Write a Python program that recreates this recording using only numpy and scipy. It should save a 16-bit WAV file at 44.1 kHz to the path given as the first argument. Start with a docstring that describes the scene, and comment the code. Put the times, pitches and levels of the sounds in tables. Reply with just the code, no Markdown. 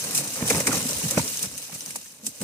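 """Dry leaves rustle and crunch as legs push through undergrowth outdoors, close to two spaced microphones.
Rustle and crunches are dense random clicks filtered in bands; breaking twigs add decaying spits of bright noise.
Woody stems drag, thump and knock in the low range: sparser clicks in bands, and short damped swings.
Most of the bass is alike in both microphones, the left a little earlier; the treble differs from side to side."""
import sys
import numpy as np
from scipy import signal
from scipy.fft import rfft, irfft, next_fast_len
from scipy.io import wavfile

SR = 44100
rng = np.random.default_rng(int(sys.argv[2]) if len(sys.argv) > 2 else 0)


def boost(x):
    """Linear amplitude factor 10**(x/20) for a level x in decibels (scalar or array-like)."""
    u = np.asarray(x, float) / 20
    return 10 ** u


def wav_record(signal):
    """Record a signal, one row per channel, as 16-bit PCM in the file named by sys.argv[1]."""
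    frames = np.transpose(np.atleast_2d(signal))
    bounded = np.clip(frames, -1, 1)
    # unit amplitude maps onto the largest positive 16-bit level
    quanta = np.round(bounded * 32767).astype(np.int16)
    wavfile.write(sys.argv[1], SR, quanta)


N = 107251

# How hard the leaves are brushed: t/s, level/dB
BRUSHING = [(0, -30.5), (.09, -33), (.17, -30), (.25, -33.5), (.45, -34), (.475, -26.5), (.58, -27.5),
            (.64, -33), (.7, -33), (.75, -25), (.82, -30), (.99, -30), (1.09, -29.5), (1.15, -32.5),
            (1.22, -32.5), (1.3, -31.5), (1.41, -32.5), (1.455, -31.5), (1.48, -39.5), (1.64, -38),
            (1.67, -39), (1.91, -39.5), (1.935, -40.5), (2.03, -43.5), (2.21, -51.5), (2.25, -49),
            (2.39, -43), (2.43, -32)]
# Power spectrum of the leaf sound: f/Hz, relative density/(dB per Hz)
LEAF_SPECTRUM = [(530, -63), (900, -21), (1340, -14.5), (2450, -9), (3000, -6), (4500, -5.5), (6100, 1),
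                 (7200, -2.5), (8500, 0.5), (11000, -5.5), (14500, -9), (16000, -10.5), (18000, -27)]
# Thumps and knocks of stems: t/s, peak level/dB, t60/s, strongest f/Hz, hardness/(dB per octave)
KNOCKS = [(0.185, -33.5, 0.19, 144, 9), (.424, -12, 0.013, 205, 0), (.501, -17, 0.094, 2080, -1),
          (0.505, -14.5, 0.03, 503, 6), (0.546, -20, 0.017, 292, 6.5), (0.553, -22.5, 0.023, 208, -7),
          (0.579, -17.5, 0.021, 187, 1), (0.605, -17, 0.021, 526, 9.5), (0.67, -17, 0.071, 2200, 2),
          (.675, -15, 0.03, 260, -2), (0.684, -19.5, 0.028, 240, 2), (0.716, -20, 0.041, 1390, -8),
          (0.742, -26, 0.05, 790, -2), (0.851, -20, 0.065, 233, -5), (.897, -27, 0.046, 557, -5),
          (.921, -29.5, 0.033, 570, -19), (1.033, -21.5, 0.11, 175, -5), (1.056, -27.5, 0.075, 195, -3.5),
          (1.115, -25.5, 0.093, 540, -6), (1.173, -9.5, 0.031, 175, 0), (1.177, -8, 0.011, 620, 1),
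          (1.194, -20.5, 0.045, 940, 7), (1.437, -30, 0.093, 188.6, 4), (1.465, -32, 0.036, 118, -35),
          (1.696, -37, 0.015, 790, 1), (1.725, -33.5, 0.043, 164, 6), (1.752, -33.5, 0.035, 139, 4),
          (1.906, -32.5, 0.014, 2270, 7.5), (1.957, -26, 0.0052, 800, 1.5), (2.059, -41.5, 0.022, 1800, 1),
          (2.229, -37, 0.16, 216, -3), (2.267, -34, 0.032, 245, -0.5), (2.404, -29, 0.042, 197, -6),
          (2.413, -22.5, 0.038, 186, 0)]
# Level of the left channel relative to the right, negative where the left is quieter: f/Hz, level/dB
LEFT_OVER_RIGHT_DB = [(40, -3), (150, -2), (350, -.8), (700, -1), (1400, -2.7), (2800, -.6), (13000, .2)]


def rms_one(x):
    """Normalization of mean power: scale to rms 1."""
    return x / np.sqrt(np.mean(x ** 2) + 1e-20)


def at_hz(points, hz):
    """Interpolation along a logarithmic frequency axis, linear in the tabulated value."""
    table = np.array(points)
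    return np.interp(np.log(hz), np.log(table[:, 0]), table[:, 1])


def left_right_gain(hz):
    """Interchannel level difference, shared equally between the two sides."""
    return boost(at_hz(LEFT_OVER_RIGHT_DB, hz) * np.array([[.5], [-.5]]))


def drift(rate_hz):
    """Low-passed noise: white noise through two equal real poles at rate_hz gives a wander of rms 1."""
    step = 40  # samples between drawn values
    pole = np.exp(-2 * np.pi * rate_hz * step / SR)
    white = rng.standard_normal(N // step + 1002)
    slow = signal.lfilter([1], [1, -2 * pole, pole * pole], white)[1000:]
    return np.interp(np.arange(N) / step, np.arange(len(slow)), rms_one(slow))


def grains(per_s, spread_db):
    """Shot noise: two pairs of independent random click trains, of uneven click size."""
    excess_db = spread_db * np.minimum(rng.exponential(1, (4, N)), 5)
    sizes = boost(excess_db) * rng.standard_normal((4, N))
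    present = rng.random((4, N)) < per_s / SR
    return rms_one(sizes * present + 1e-9).reshape(2, 2, N)


def bursts(events, rise_s, crest_db):
    """Exponential growth and decay: power of each event, every 8 samples, crest_db below its peak level."""
    start, db, t60 = (np.array(events)[:, k, None] for k in range(3))
    t = np.arange(0, N, 8) / SR - start
    growth = t / np.maximum(rise_s, 3e-4)
    decay = -np.log(1000) * t / np.maximum(t60, .008)
    return boost(2 * (db - crest_db)) * np.exp(2 * np.where(t < 0, growth, decay))


def event_colour(events, hz, focus_db, width_oct, hardness):
    """Spectral emphasis in dB: each event lifts its favoured pitch; positive hardness tilts towards the treble."""
    octaves = np.log2(hz / np.array(events)[:, 3, None])
    return focus_db * np.exp(-.5 * (octaves / width_oct) ** 2) + hardness * np.log2(hz)


def brushwood(clicks, spectrum, push_curve, burst_power, colour, flicker_db, patch_db, rate_hz):
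    """Band-filtered shot noise: a steady push plus coloured bursts set the power of clicks in each band."""
    # Likeness of the two channels: f/Hz, correlation
    likeness = [(40, .8), (120, .97), (400, .975), (900, .92), (1400, .4), (2500, .1), (8000, .02)]
    per_octave = 5  # bands
    lowest, highest = spectrum[1][0], spectrum[-2][0]
    steps = np.arange(-1, per_octave * np.log2(highest / lowest) + 1)
    edges = lowest * 2 ** (steps / per_octave)
    centres, widths = np.sqrt(edges[1:] * edges[:-1]), np.diff(edges)

    share = boost(2 * at_hz(spectrum, centres)) * widths
    favour = boost(2 * colour(centres)) * share
    burst = (favour / favour.sum(axis=1, keepdims=True)).T @ burst_power
    push_db = np.interp(np.arange(N) / SR, *np.transpose(push_curve))
    push = boost(push_db + flicker_db * drift(rate_hz))

    out = 0
    for k, band_share in enumerate(share / share.sum()):
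        steady = band_share * (push * boost(patch_db * drift(rate_hz))) ** 2
        power = steady + np.interp(np.arange(N), np.arange(0, N, 8), burst[k])
        # white clicks lose power in proportion to bandwidth; mid and side carry half the power each
        drive = clicks[k % 2] * np.sqrt(power * SR / 4 / widths[k])
        limits = np.minimum(edges[k:k + 2], [.44 * SR, .45 * SR])
        sos = signal.butter(2, limits, "band", fs=SR, output="sos")
        led_in = np.pad(drive, ((0, 0), (4096, 0)), "reflect")  # lets the filter settle
        mid, side = signal.sosfilt(sos, led_in)[:, 4096:]
        alike = np.clip(at_hz(likeness, centres[k]), 0, 1)
        pair = np.sqrt(1 + alike) * mid + np.sqrt(1 - alike) * side * [[1], [-1]]
        out = out + left_right_gain(centres[k]) * pair
    return out


def stems():
    """Stick-slip friction and impact: sparse clicks in low bands for dragging, thumps and knocks."""
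    # How hard the stems are dragged: t/s, level/dB
    dragging = [(0, -40), (.17, -37.5), (.3, -43), (.39, -34.5), (.46, -34.5), (.56, -29.5), (.64, -39.5),
                (.72, -26.5), (.82, -38), (.99, -40), (1.1, -41), (1.16, -32), (1.24, -41.5), (1.3, -47.5),
                (1.41, -42), (1.46, -50), (1.5, -48.5), (1.66, -54), (1.9, -49), (1.93, -54.5),
                (2.21, -57.5), (2.27, -57), (2.39, -56), (2.43, -40)]
    # Power spectrum of the stem sound: f/Hz, relative density/(dB per Hz)
    stem_spectrum = [(24, -30), (40, -34), (85, -7.5), (141, -2), (288, -1.5), (361, -14), (478, -3),
                     (702, -11.5), (928, -11), (1510, -16), (2260, -12.5), (2600, -16), (3380, -105),
                     (5720, -120)]
    hardness = np.array(KNOCKS)[:, -1:]

    def colour(hz):
        """Spectral emphasis of the knocks, half an octave wide."""
        return event_colour(KNOCKS, hz, focus_db=7, width_oct=.5, hardness=hardness)

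    slips = grains(per_s=900, spread_db=2)
    knock_power = bursts(KNOCKS, rise_s=.003, crest_db=6)
    return brushwood(slips, stem_spectrum, dragging, knock_power, colour,
                     flicker_db=-1, patch_db=1.5, rate_hz=19.0)


def strikes():
    """Damped vibration: each struck stem swells and dies quickly at its own pitch and a weaker overtone."""
    ring_share, most_cycles = 0.67, 15.4  # ring time: a share of the knock's t60, or at most so many cycles
    overtone_ratio, overtone_db = 2.34, -6
    below_db = 3.5  # under the knock's peak level
    t = np.arange(4096) / SR
    out = np.zeros((2, N + 4096))
    for (start, db, t60, hz, _), phase in zip(KNOCKS, rng.random((len(KNOCKS), 2))):
        fade = t * np.log(1000) / min(ring_share * t60, most_cycles / hz)
        fundamental = np.sin(2 * np.pi * (hz * t + phase[0]))
        overtone = np.sin(2 * np.pi * (overtone_ratio * hz * t + phase[1]))
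        swing = fundamental + boost(overtone_db) * np.exp(-fade) * overtone
        envelope = fade * np.exp(1 - fade)  # greatest value 1
        first = int(start * SR)
        out[:, first:first + len(t)] += boost(db - below_db) * envelope * swing * left_right_gain(hz)
    return out[:, :N]


def leaves():
    """Superposed micro-impacts: dense clicks in bright bands make the rustle and its crunches."""
    # Crunches of dry leaves: t/s, peak level/dB, t60/s, strongest f/Hz, build-up time/s
    crunches = [(0.151, -13, 0.14, 10000, 0.007), (.176, -10.5, .14, 9300, 0.0053),
                (.333, -22.5, 0.63, 8490, 0.0029), (.466, -25, .13, 8790, 0.0023),
                (0.501, -8, 0.06, 8500, 0.0041), (0.603, -10, 0.023, 8540, 0.0015),
                (0.67, -9, 0.088, 7700, 0.0031), (0.727, -14.5, 0.061, 6340, 0.0034),
                (0.89, -15, 0.11, 7000, 0.0057), (1.11, -7, 0.014, 9400, 0.0024),
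                (1.182, -14, 0.14, 5850, 0.0081), (1.428, -11.5, 0.069, 9000, 0.0026),
                (1.749, -21, 0.034, 8450, 0.0074), (1.963, -20.5, 0.026, 9150, 0.0088),
                (2.267, -20.5, 0.14, 8900, 0.016), (2.416, -42, 0.065, 8600, .004)]

    def colour(hz):
        """Spectral emphasis of the crunches, an octave wide."""
        return event_colour(crunches, hz, focus_db=10.5, width_oct=1, hardness=0)

    snaps = grains(per_s=5000, spread_db=0)
    crunch_power = bursts(crunches, rise_s=np.array(crunches)[:, -1:], crest_db=9)
    return brushwood(snaps, LEAF_SPECTRUM, BRUSHING, crunch_power, colour,
                     flicker_db=.9, patch_db=2, rate_hz=68.0)


def random_ticks():
    """Poisson process: small twigs break at random, their levels following the brushing."""
    per_s, over_brushing_db, spread_db, t60_s = 110, -4, 2, .012
    draws = rng.random((400, 3))
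    when = np.cumsum(-np.log(draws[:, 0]) / per_s)
    ticks = []
    for start, (_, a, b) in zip(when, draws):
        if start < N / SR:
            brushing_db = np.interp(start, *np.transpose(BRUSHING))
            db = brushing_db + over_brushing_db - spread_db * np.log(a)
            ticks.append((start, db, t60_s, 4000 * 3 ** b))  # 4 to 12 kHz
    return ticks


def twigs():
    """Resonance under a sudden release: each break is a dying spit of noise with one pitch standing out."""
    # Single twigs breaking: t/s, level/dB (before below_db is taken off), t60/s, strongest f/Hz
    single_breaks = [(.109, -18, 0.035, 11400), (0.149, -11.5, 0.038, 9700), (0.177, -10, 0.023, 9300),
                     (.276, -20, 0.023, 8300), (0.478, -14, 0.029, 8900), (0.506, -14, 0.028, 6350),
                     (0.603, -15, .028, 8700), (0.67, -12, 0.059, 8700), (.728, -19, 0.045, 6100),
                     (1.1125, -17, 0.018, 8000), (1.278, -15.5, 0.026, 5660), (1.372, -18.5, 0.033, 6370),
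                     (1.392, -20, 0.028, 3320), (1.426, -26, 0.041, 9600), (1.578, -19.5, 0.039, 9700),
                     (1.626, -29, 0.02, 6400), (1.75, -33, .02, 8670), (1.807, -22, 0.015, 5840),
                     (1.861, -20.5, 0.021, 6100), (1.907, -20.5, 0.024, 8450), (1.9588, -15.5, 0.028, 8300),
                     (2.247, -36, .03, 7000), (2.266, -11, 0.027, 8600), (2.4153, -20.5, 0.019, 8400)]
    below_db, q, broad_db = 6.5, 14, -8.5  # broad_db: noise floor beside the resonance
    crack_t60_s, rise_s = 0.003, .0002
    ticks = random_ticks()
    size = 2048
    t = np.arange(size) / SR
    hz = np.arange(1, size // 2 + 2) * SR / size
    out = np.zeros((2, N + size))
    for start, db, t60, peak_hz in [(s, db - below_db, *rest) for s, db, *rest in single_breaks] + ticks:
        resonance = 1 / np.abs(1 + 1j * q * (hz / peak_hz - peak_hz / hz))
        colour = boost(at_hz(LEAF_SPECTRUM, hz)) * (boost(broad_db) + resonance)
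        spit = rms_one(irfft(rfft(rng.standard_normal((2, size))) * colour, size))
        decay = boost(db - 60 * t / max(t60, .004))
        crack = boost(db - 60 * t / crack_t60_s)  # the first instant of the break
        first = int(start * SR)
        out[:, first:first + size] += (decay + crack) * spit * np.minimum(t / rise_s, 1)
    return out[:, :N]


def spectral_ripple(x):
    """Comb interference: six short delayed copies a side, alternating in sign, give a fine random ripple."""
    copy_db, longest_s = -14.5, .009
    lags = (rng.uniform(.05, 1, (2, 6)) * longest_s * SR).astype(int) + 1
    out = x.copy()
    for side in range(2):
        for k, lag in enumerate(lags[side]):
            out[side, lag:] += boost(copy_db) * (-1) ** k * x[side, :-lag]
    return out


def scene():
    """Superposition: leaves and twigs pass through the ripple, the stems are added without it."""
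    return spectral_ripple(leaves() + twigs()) + stems() + strikes()


def low_pass(x):
    """Removes everything above the highest recorded frequency."""
    return signal.sosfilt(signal.butter(12, 16460, fs=SR, output="sos"), x)


def record(dry):
    """Time difference of arrival: the right microphone hears all a little late; both lose deep bass and top."""
    left_lead_s = 0.00012
    size = next_fast_len(N + 64)
    hz = np.arange(size // 2 + 1) * SR / size
    late = irfft(rfft(dry[1], size) * np.exp(-2j * np.pi * hz * left_lead_s), size)[:N]
    low_cut = signal.butter(4, 65.4, "high", fs=SR, output="sos")
    top_cut = signal.cheby2(10, 40, 16000, fs=SR, output="sos")  # 40 dB down from 16 kHz
    mix = signal.sosfilt(np.vstack([low_cut, top_cut]), [dry[0], late])
    return low_pass(mix)


dry = scene()
out = record(dry)
wav_record(out)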